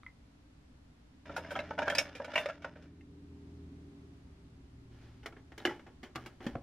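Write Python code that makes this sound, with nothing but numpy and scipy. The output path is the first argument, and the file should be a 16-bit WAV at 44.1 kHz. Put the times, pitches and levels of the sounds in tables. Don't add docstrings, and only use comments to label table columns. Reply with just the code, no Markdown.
import sys
import numpy as np
from scipy import signal
from scipy.fft import rfft, irfft
from scipy.io import wavfile
from scipy.ndimage import uniform_filter1d, map_coordinates

SR = 44100
rng = np.random.default_rng(int(sys.argv[2]) if len(sys.argv) > 2 else 0)


def inscribe(sig):
    pcm = np.round(np.clip(np.atleast_2d(sig).T, -1, 1) * 32767)
    wavfile.write(sys.argv[1], SR, pcm.astype(np.int16))


N = 291942
TIME = np.arange(N) / SR
HIT_SIZE = 8192

REGISTERS = [100, 450, 1100, 2100, 3500, 7500, 16000]
# (frequency [Hz], side over mid [dB])
WIDTH = [(60, -36), (200, -29.5), (700, -25), (1300, -21), (2400, -12.5), (4400, -2.5), (6000, -2.5),
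         (8000, 5.5), (15000, 7.5)]
# (time [s], strength [dB], contact time [s], chatter t60 [s],
# then for each of the struck spot's three modes: frequency [Hz], relative level [dB])
TIN_KNOCKS = [ (1.256,-52,0.00083,0.095,625,-46,1600,-53,1920,-63),
              (1.295,-44,0.0024,0.15,562,-32.5,930,-44,1380,-35),
              (1.3641,-48,0.0002,0.11,750,-29,965,-33.5,1438,-24),
              (1.377,-38,0.0027,0.04,518,-30,926,-30,1640,-35),
              (1.447,-48.5,0.0021,0.4,640,-41,1610,-40,2100,-42),
              (1.507,-47.5,0.00039,0.25,590,-32.5,1540,-32.5,3190,-42),
              (1.517,-43,.0025,0.11,581,-27,940,-38,1580,-37),
              (1.554,-43.5,0.00088,0.084,980,-34,1325,-27.5,3210,-32.5),
              (1.561,-38.5,0.00079,0.098,774,-29.5,1605,-29.5,2120,-36),
              (1.59,-36,0.0008,0.033,603,-32.5,2110,-28.5,2640,-30.5),
              (1.602,-50,0.00046,0.031,604,-41,1380,-45,3930,-39.5),
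              (1.7084,-36.5,0.0038,0.035,650,-46.5,885,-27.5,1324,-31),
              (1.7795,-38.5,0.0018,0.016,713,-30.5,920,-34.5,1465,-29),
              (1.788,-30,0.001,0.05,602,-33,810,-25.5,1482,-27),
              (1.8186,-33.5,.002,0.03,629,-22.5,910,-31,1410,-29.5),
              (1.827,-41.5,0.00086,0.06,680,-46,1640,-29,2480,-35),
              (1.872,-39.5,.0018,0.026,616,-28,880,-31,1590,-37),
              (1.8798,-30.5,0.00096,0.024,581,-23,1405,-24,1576,-17),
              (1.8992,-35,0.00046,0.045,619,-29.5,1720,-25.5,3150,-39.5),
              (1.9233,-38,0.0018,0.015,578,-24,1360,-29.5,1520,-29),
              (1.9505,-41,0.00018,0.06,920,-35,1706,-34.5,2460,-28),
              (1.972,-45,.0004,0.048,584,-36,1710,-50,2600,-40.5),
              (1.983,-35.5,0.00015,0.092,546,-22.5,1757,-24.5,5115,-16),
              (2.013,-40,0.0017,0.028,560,-34.5,904,-45.5,1730,-42),
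              (2.151,-52.5,0.00026,0.25,504,-38.5,1700,-47,2387,-44.5),
              (2.1995,-40,.005,.035,567,-27.5,956,-33,1643,-40.5),
              (2.218,-43.5,.005,0.022,590,-49,933,-43.5,1360,-49.5),
              (2.2453,-47,0.00039,0.075,520,-35,1480,-35,2240,-47),
              (2.279,-41.5,0.0025,0.13,620,-49,850,-47,1390,-50.5),
              (2.336,-45.5,0.00066,0.053,617,-32.5,1400,-40,2280,-39),
              (2.3559,-33,0.00057,0.1,634,-22,970,-25.5,1884,-22),
              (2.377,-36,0.0005,0.1,643,-21,1020,-30.5,1950,-21),
              (2.458,-41,0.00052,0.028,582,-20,1254,-34.5,2120,-41),
              (2.487,-45.5,0.00065,.07,649,-28.5,1390,-38,1710,-43),
              (2.498,-45.5,.0008,0.034,632,-37,1378,-29.5,1650,-33.5),
              (2.621,-53.5,0.00058,0.18,560,-53,2280,-59,5360,-65),
              (2.645,-39.5,.00096,0.049,545,-30,1043,-35.5,1456,-28),
              (2.757,-51.5,0.002,0.19,480,-47,1540,-48,2290,-64),
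              (2.824,-70,0.00025,0.18,510,-54,3500,-60,5400,-62),
              (3.009,-76,0.00037,0.11,1850,-61.5,2085,-54,2700,-57)]
# (frequency [Hz], relative level [dB])
WALL_MODES = [(1512, -5.5), (1706, -7.5), (1912, -2.5), (2277, 3.5), (2558, -9), (2769, -9.5), (2859, -0.5),
              (3560, 3), (5124, 5.5), (5400, 2), (6271, 4.5)]


def from_db(db):
    return 10 ** (np.asarray(db) / 20)


def rms_one(x):
    return x / np.sqrt(np.mean(x ** 2) + 1e-20)


def in_time(points):
    return np.interp(TIME, *np.transpose(points))


def at_hz(points, hz):
    frequency, value = np.transpose(points)
    return np.interp(np.log(np.maximum(hz, 1)), np.log(frequency), value)


def bins(size):
    return np.arange(size // 2 + 1) * SR / size


def drift(cutoff_hz):
    white = rfft(rng.standard_normal(N))
    return rms_one(irfft(white / (1 + (bins(N) / cutoff_hz) ** 2), N))


def stereo(pair, width=WIDTH):
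    side = from_db(at_hz(width, np.linspace(0, SR / 2, pair.shape[-1])))
    return (pair[0] + side * pair[1] * [[1], [-1]]) / np.sqrt(1 + side ** 2)


def widened(tone):
    spectrum = rfft(tone)
    return irfft(stereo(np.array([spectrum, 1j * spectrum])), len(tone))


def noise(spectrum, width=WIDTH):
    white = rfft(rng.standard_normal((2, N)))
    return rms_one(irfft(stereo(white, width) * from_db(at_hz(spectrum, bins(N))), N))


def ring(hz, t60, swell_s):
    t = np.arange(HIT_SIZE) / SR
    return np.exp(-np.log(1000) * t / t60) * (1 - np.exp(-t / swell_s)) * np.sin(2 * np.pi * hz * t)


def rings(rows, swell_s):
    out = np.zeros(N + HIT_SIZE)
    fade = np.linspace(1, 0, HIT_SIZE)
    for s, hz, db, t60 in rows:
        at = int(s * SR)
        out[at:at + HIT_SIZE] += from_db(db) * ring(hz, t60, swell_s) * fade
    return out[:N]


def resonance(hz, centre, width):
    delay = np.exp(-2j * np.pi * hz / SR)
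    radius = np.exp(-np.pi * width / SR)
    poles = 1 - 2 * radius * np.cos(2 * np.pi * centre / SR) * delay + (radius * delay) ** 2
    return (1 - radius ** 2) / 2 * (1 - delay ** 2) / poles


def body(modes, size, dense_db, dense_hz):
    # (frequency [Hz], bandwidth [Hz], depth [0-1])
    valleys = [(480, 150, 0.7), (3740, 690, 0.4), (7420, 5900, 0.53), (14500, 2500, 0.2)]
    hz = bins(size)
    response = from_db(dense_db) / (1 + 1j * hz / dense_hz)
    for centre, width, db in modes:
        response += from_db(db) * resonance(hz, centre, width)
    for centre, width, depth in valleys:
        response *= 1 - depth * resonance(hz, centre, width)
    return response


def motor(steady_hz=42.15, slows_from_s=1.85, sag_hz_per_s=1.12, wander_hz=.06, waver_db=1.2):
    # (multiple of the rotation rate, relative level [dB])
    orders = [(2, -3), (3, -9.5), (4, -7), (4.5, -9.5), (6, -10), (7, -4), (10, -12)]
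    # (time [s], level [dB])
    loudness = [(0, -74), (1.21, -73), (1.28, -53), (1.8, -51), (2.3, -59.5), (3.65, -52), (4.5, -59.5),
                (6.62, -68)]
    # (frequency [Hz], width [Hz], lift [dB])
    standing_waves = [(80.6, 1.1, 5), (115.66, 3.2, 15.5)]
    # (frequency [Hz], relative spectral density [dB])
    rumble = [(30, -32.5), (60, -10), (120, -7), (200, -11.5), (280, 0.5), (400, -4.5), (500, -21),
              (900, -29.5), (16000, -91)]
    motor_db = in_time(loudness)
    rate = steady_hz - sag_hz_per_s * np.maximum(TIME - slows_from_s, 0)
    angle = 2 * np.pi * np.cumsum(rate + wander_hz * drift(2.4)) / SR
    hum = 0
    for multiple, db in orders:
        lift_db = sum(peak_db / (1 + (2 * (multiple * rate - hz) / width) ** 2)
                      for hz, width, peak_db in standing_waves)
        level_db = motor_db + db + waver_db * drift(7.2) + lift_db
        hum += from_db(level_db) * np.sin(multiple * angle + rng.uniform(0, 2 * np.pi))
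    return from_db(1) * hum + from_db(motor_db - 7.5) * noise(rumble)


def room_noise():
    # (frequency [Hz], relative spectral density [dB])
    deep_spectrum = [(20, -9.5), (35, -17.5), (53, -0.5), (68, -2.5), (100, -14), (300, -47), (16000, -110)]
    hiss_spectrum = [(20, -26.5), (60, -12), (80, -4.5), (130, -5), (200, -9), (270, -2.5), (350, -17),
                     (600, -20), (1500, -25), (3500, -30.5), (4050, -31), (5000, -33.5), (12000, -45),
                     (14000, -73.5)]
    # (time [s], level [dB])
    deep_level = [(0, -63), (.8, -62), (2.5, -66.5), (4.8, -59.5), (6, -63.5), (6.62, -56.5)]
    hiss_level = [(0,-61.5), (1.2,-62), (2.6,-66.5), (3.15,-62.5), (3.4,-61), (4.05,-60.5), (4.7,-61.7),
                  (6.62,-61)]
    # (frequency [Hz], side over mid [dB])
    hiss_width = [(60, -80), (110, -21.5), (200, -17.5), (380, 0), (700, -1), (2000, 1), (8000, 1),
                  (15000, 3)]
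    deep = from_db(in_time(deep_level)) * noise(deep_spectrum)
    hiss = from_db(in_time(hiss_level)) * noise(hiss_spectrum, hiss_width)
    return deep + hiss


def drop():
    # (time [s], frequency [Hz], level [dB], nominal t60 [s])
    plinks = [(.0332,1260,-36,0.0079), (.0335,2150,-40,0.0075), (.0332,3650,-41,0.0037),
              (.064,2063,-32.5,0.028), (.064,3240,-44,0.0061), (.0645,2310,-57,0.012),
              (.0646,1005,-53,0.055), (.065,1330,-44,.014), (.08,2170,-53,.014), (.0895,2020,-49,0.013)]
    return rings(plinks, swell_s=.0011)


def friction(strokes, knocks=(), stir_db=0, attack_s=.018, release_db_per_s=142.5, settle_db_per_s=157):
    power = np.zeros(N)
    for s, length, db in strokes:
        swell = np.clip((TIME - s) / attack_s, 0, 1)
        release_db = release_db_per_s * np.maximum(TIME - s - length, 0)
        power += (swell * from_db(db - release_db)) ** 2
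    settling = from_db(stir_db - settle_db_per_s * TIME[:SR]) ** 2
    for s, db, *_ in knocks:
        at = int(s * SR)
        power[at:at + SR] += from_db(db) ** 2 * settling[:N - at]
    return np.sqrt(power)


def scrape(level, response, slips_per_s=2200, spread_db=2.5):
    slips = rng.random(N) < slips_per_s / SR
    strength = from_db(spread_db * np.minimum(rng.exponential(1, N), 4))
    force = stereo(rfft(slips * strength * rng.standard_normal((2, N))))
    return rms_one(irfft(force * response, N)) * level


def flexed(x, pitch_share=.018, flex_hz=14):
    shift = np.cumsum(pitch_share * drift(flex_hz))
    at = np.arange(N) + shift - uniform_filter1d(shift, SR // 4)
    return np.array([map_coordinates(channel, [at], order=3) for channel in x])


def softened(hz, contact_s, edge_share=.1):
    cycles = hz * contact_s
    return -20 * np.log10(1 + cycles ** 2) - 10 * np.log10(1 + (cycles * edge_share) ** 2)


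def register_gains(db, contact_s, thud_db, colour_db):
    centres = np.sqrt(np.multiply(REGISTERS[1:-1], REGISTERS[2:]))
    softening_db = softened(centres, contact_s)
    upper_db = colour_db + softening_db[1:] - softening_db[0]
    return from_db(db + np.array([thud_db, 0, *upper_db]))


def spot(modes, t60, swell_cycles, knee_hz=600, damping=.37, split=.0041):
    tone = 0
    for hz, db in zip(modes[::2], modes[1::2]):
        decay_s = t60 * (knee_hz / max(hz, knee_hz)) ** damping
        pair = sum(ring(hz * (1 + side * split), decay_s, swell_cycles / hz) for side in (-1, 1))
        tone += from_db(db) * pair / 2
    return widened(tone)


def blows(rows, response, thud_db, colour_db, chatter_db, contact_db, crack_db, crack_s, rise_s,
          spot_db, spot_t60, swell_cycles, detune):
    t, hz = np.arange(HIT_SIZE) / SR, bins(HIT_SIZE)
    attack = int(.018 * SR)
    age = t * (t < t[-attack])
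    filters = [signal.butter(6, edges, "band", fs=SR, output="sos")
               for edges in zip(REGISTERS, REGISTERS[1:])]
    bands = np.abs([signal.sosfreqz(sos, hz, fs=SR)[1] for sos in filters])
    treble_decay = from_db(-.025 * np.outer(REGISTERS[:-1], age))
    push = from_db(contact_db) / (1 + 1j * hz / REGISTERS[3]) * np.array([[1], [0]])
    out = np.zeros((2, N + HIT_SIZE))
    for s, db, contact_s, t60, *spot_modes in rows:
        crack = from_db(crack_db) * np.exp(-t / crack_s)
        envelope = (np.exp(-np.log(1000) * t / t60) + crack) * (1 - np.exp(-t / rise_s))
        chatter = rfft(rng.standard_normal((2, HIT_SIZE)) * envelope) / np.linalg.norm(envelope)
        gripped = np.interp(hz * (1 + detune * rng.standard_normal()), hz, response)
        parts = irfft(bands[:, None] * gripped * stereo(push + chatter)) * treble_decay[:, None]
        attack_rms = np.sqrt(np.mean(parts[..., :attack] ** 2, axis=(1, 2)))
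        gains = register_gains(db + chatter_db, contact_s, thud_db, colour_db)
        hit = np.tensordot(gains / attack_rms, parts, 1)
        hit += from_db(spot_db) * spot(spot_modes, spot_t60, swell_cycles)
        at = int(s * SR) - attack
        out[:, at:at + HIT_SIZE] += np.roll(hit, attack, axis=1)
    return out[:, :N]


def tin():
    # (frequency [Hz], bandwidth [Hz], gain [dB])
    modes = [(268, 18, 8), (578, 39, 9.5), (625, 76, 12), (780, 58, 1.5), (939, 18, 9), (1210, 18, -5.5),
             (1408, 270, 7.5), (1470, 28, 4), (1710, 26, 11), (1800, 14, 3), (2280, 60, 0),
             (2450, 45, -9.5), (2590, 20, -6), (2720, 31, -4.5), (3200, 26, -5.5), (3660, 50, 3),
             (3860, 90, -5), (4800, 57, -1), (5410, 61, -4), (5290, 90, -4.5), (6200, 35, -8.5),
             (6640, 60, -8), (7700, 100, -10.5), (10000, 180, -12), (12850, 300, -10.5)]
    colour_db = [2.8, 6.96, 8.8, 11.8]
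    # (time [s], duration [s], relative level [dB])
    slides = [(1.255,0.46,-43.5), (1.785,0.075,-39), (1.85,.012,-34.5), (2.02,0.071,-40), (2.14,0.022,-61),
              (2.29,0.18,-37), (2.33,.021,-33.5), (2.75,0.11,-55.5)]
    response = body(modes, HIT_SIZE, dense_db=-11, dense_hz=2510)
    response /= 1 + (bins(HIT_SIZE) / 12800) ** 10
    knocks = blows(TIN_KNOCKS, response, thud_db=-8.5, colour_db=colour_db, chatter_db=-2.5,
                   contact_db=-9, crack_db=-14.5, crack_s=.0015, rise_s=.001,
                   spot_db=1.5, spot_t60=.065, swell_cycles=1.4, detune=.03)
    soft = 1 / (1 + 1j * bins(N) / 7000) ** 3
    lower_modes = [mode for mode in modes if mode[0] < REGISTERS[4]]
    spurts = rms_one(from_db(2 * drift(cutoff_hz=45)))
    level = friction(slides, TIN_KNOCKS, stir_db=-4) * spurts
    sliding = scrape(level, body(lower_modes, N, dense_db=-2.5, dense_hz=4000) * soft)
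    wall = sum(from_db(db) * resonance(bins(N), hz, width=45) for hz, db in WALL_MODES)
    shimmer = scrape(level, wall * soft ** 2)
    rubbing = flexed(from_db(-13) * sliding + from_db(-22) * shimmer)
    return from_db(-4) * knocks + rubbing


def singing_wall(scatter_db=4, detune=.014, t60=.19):
    partials = []
    for s, db, contact_s, *_ in TIN_KNOCKS:
        for hz, mode_db in WALL_MODES:
            place, grip = rng.standard_normal(2)
            level_db = db + mode_db + scatter_db * place + softened(hz, contact_s)
            partials.append((s, hz * (1 + detune * grip), level_db, t60))
    return from_db(-16.5) * widened(rings(partials, swell_s=.00096))


def foil():
    # (time [s], duration [s], level [dB])
    scratches = [(1.357,0.013,-56), (1.5,0.013,-57), (1.775,0.018,-86), (1.86,.02,-69.5),
                 (1.89,0.014,-54.5), (2.345,0.058,-58)]
    # (frequency [Hz], relative spectral density [dB])
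    spectrum = [(4000,-28), (7500,-3), (9000,0), (12500,-0.5), (14500,-7.5), (16000,-14.5)]
    level = friction(scratches, release_db_per_s=499)
    return scrape(level, from_db(at_hz(spectrum, bins(N))), slips_per_s=2500, spread_db=-3)


def capsule():
    # (time [s], relative level [dB])
    clinks = [(1.592, -51.5), (1.9846, -26), (2.152, -55), (2.357, -22), (2.377, -26)]
    # (frequency [Hz], relative level [dB], nominal t60 [s])
    modes = [(2324, 6.5, 0.025), (2510, -6, .06), (2660, -5.5, .08), (2776, -3, 0.063), (2808, -2, 0.058)]
    # (time [s], frequency [Hz], level [dB], nominal t60 [s])
    rim_rings = [ (1.709,1500,-38,.06), (1.788,2880,-38,.05), (1.797,925,-30.5,.07), (1.857,1640,-36,.06),
                 (1.8994,3206,-35.5,.13), (1.9492,4900,-32.5,.06), (1.956,2550,-37.5,.09),
                 (1.983,2243,-23.5,.07), (1.983,2502,-26,.07), (1.983,4920,-35.5,.06),
                 (1.983,5470,-24,0.072), (1.983,6240,-28.5,0.053), (1.983,6740,-38.5,.06),
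                 (1.983,13100,-37,.035), (2.152,2413,-46,.16), (2.3557,1064,-31,.06),
                 (2.3557,2550,-37.5,.06), (2.38,2134,-35.5,.07), (2.38,3574,-42,.17), (2.645,3500,-62,.2),
                 (2.645,5240,-69,.25)]
    partials = [(s, hz, db + mode_db, t60) for s, db in clinks for hz, mode_db, t60 in modes]
    return widened(from_db(-1) * rings(partials, swell_s=.001) + rings(rim_rings, swell_s=.0012))


def machine():
    # (time [s], duration [s], relative level [dB])
    brushes = [(4.9,0.28,-74), (5.0,.04,-69.5)]
    rubs = [(4.9, 0.19, -58.5), (5.6, 0.14, -46.5), (6.17, 0.093, -49), (6.41, 0.071, -44)]
    # (frequency [Hz], relative spectral density [dB])
    brush_spectrum = [(300,-18), (900,0), (3000,-4), (5000,-7.5), (8000,-20), (15000,-28.5)]
    impacts = [ (5.231,-63.5,0.00031,0.13,300,-55,1450,-58,2880,-56),
               (5.259,-49,.00018,0.073,256,-44,1454,-38.5,1975,-35),
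               (5.324,-61,0.00055,0.056,272,-54.5,1360,-55,2220,-57),
               (5.366,-61.5,0.00055,0.12,244,-45.5,1724,-48.5,2080,-58),
               (5.519,-59,0.00045,0.069,376,-62,1385,-55,1870,-51),
               (5.578,-55.5,0.00013,0.081,434,-39.5,1650,-49,3700,-60),
               (5.601,-57.5,0.00049,0.045,420,-60,1910,-55,3750,-47),
               (5.6514,-38,0.00021,0.086,740,-34,1672,-23,2940,-21.5),
               (5.673,-47.5,0.00041,0.06,327,-26,1550,-34,1950,-31),
               (5.693,-52,0.00031,0.29,393,-42,1400,-41,1970,-34),
               (5.709,-51.5,0.00055,0.063,294,-46,846,-34,1300,-60),
               (5.794,-60.5,0.00048,.043,260,-60.5,1630,-54.5,2980,-57),
               (5.865,-59,0.0005,0.16,264,-55,804,-52.5,1900,-56),
               (6.03,-54.5,0.00022,0.21,249,-37,1600,-62,1990,-50),
               (6.151,-62,0.00019,0.037,430,-58,1700,-55,2850,-55),
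               (6.1568,-47,0.00018,0.044,415,-41,1152,-33.5,1720,-43),
               (6.177,-65,0.00061,0.065,720,-42.5,1220,-39,1430,-45),
               (6.26,-56,0.00014,0.094,338,-36.5,1550,-44,2250,-46),
               (6.404,-56,0.00051,0.14,240,-42,910,-59,1620,-59),
               (6.465,-49,0.00023,.058,567,-33.5,905,-58,1750,-38),
               (6.553,-42,0.0016,0.022,264,-26,562,-32,713,-32)]
    # (frequency [Hz], bandwidth [Hz], gain [dB])
    modes = [(124, 19, 6), (268, 39, 14.5), (354.5, 35, 18), (442, 130, 10), (770, 60, 5), (1377, 150, 2.5),
             (1656, 80, 3), (2090, 150, -7), (2885, 190, -5.5), (5200, 120, -14)]
    colour_db = [1.7, 0.92, 1.6, 4.2]
    # (time [s], frequency [Hz], level [dB], nominal t60 [s])
    spring = [(5.653, 2850, -53, .33), (5.653, 2960, -54, 0.6), (5.653, 5260, -55, 0.26),
              (6.158, 1183, -40, 0.086)]
    booms = [(5.652, 358.4, -22, 0.091), (6.158, 125, -45, 1), (6.4655, 230, -10.5, 0.025),
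             (6.47, 126, -37, 0.13), (6.553, 123, -27.5, 0.089)]
    response = body(modes, HIT_SIZE, dense_db=-2.5, dense_hz=2960)
    clacks = blows(impacts, response, thud_db=2, colour_db=colour_db, chatter_db=-.36,
                   contact_db=-21.5, crack_db=-28, crack_s=.0042, rise_s=.0015,
                   spot_db=2.3, spot_t60=.048, swell_cycles=.87, detune=.032)
    rub_response = body(modes, N, dense_db=-38, dense_hz=1420)
    rubbing = scrape(friction(rubs, impacts, stir_db=-26), rub_response, slips_per_s=2300, spread_db=1.5)
    brushing = friction(brushes) * noise(brush_spectrum)
    ringing = rings(spring, swell_s=.002) + rings(booms, swell_s=.0053)
    return from_db(-1.5) * clacks + from_db(-8) * rubbing + brushing + ringing


def kitchen(x, first_wall_s=.0077):
    # (frequency [Hz], t60 [s])
    decay_times = [(150, 0.32), (600, 0.25), (1500, 0.15), (4000, 0.087), (12000, 0.17)]
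    size = HIT_SIZE * 2
    t, tail = np.arange(size) / SR, 0
    for low, high in zip(REGISTERS, REGISTERS[1:]):
        bandpass = signal.butter(2, [low, high], "band", fs=SR, output="sos")
        band = signal.sosfilt(bandpass, rng.standard_normal((2, size)))
        tail += band * from_db(-60 * t / at_hz(decay_times, np.sqrt(low * high)))
    tail = irfft(stereo(rfft(tail * (t > first_wall_s))))
    return signal.fftconvolve(x[:1], rms_one(tail) / np.sqrt(size), axes=1)[:, :N]


def scene():
    rummaging = tin() + singing_wall() + capsule() + foil()
    loading = machine()
    plink = drop()
    reverberation = kitchen(from_db(-13) * rummaging + from_db(-12.5) * loading + from_db(-10.5) * plink)
    slightly_right = from_db([[-.3], [.3]])
    return motor() + room_noise() + plink + rummaging * slightly_right + loading + reverberation


def record(dry, cutoff_hz=15800):
    return signal.sosfilt(signal.ellip(10, .2, 80, cutoff_hz, fs=SR, output="sos"), dry)


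dry = scene()
out = record(dry)
inscribe(out)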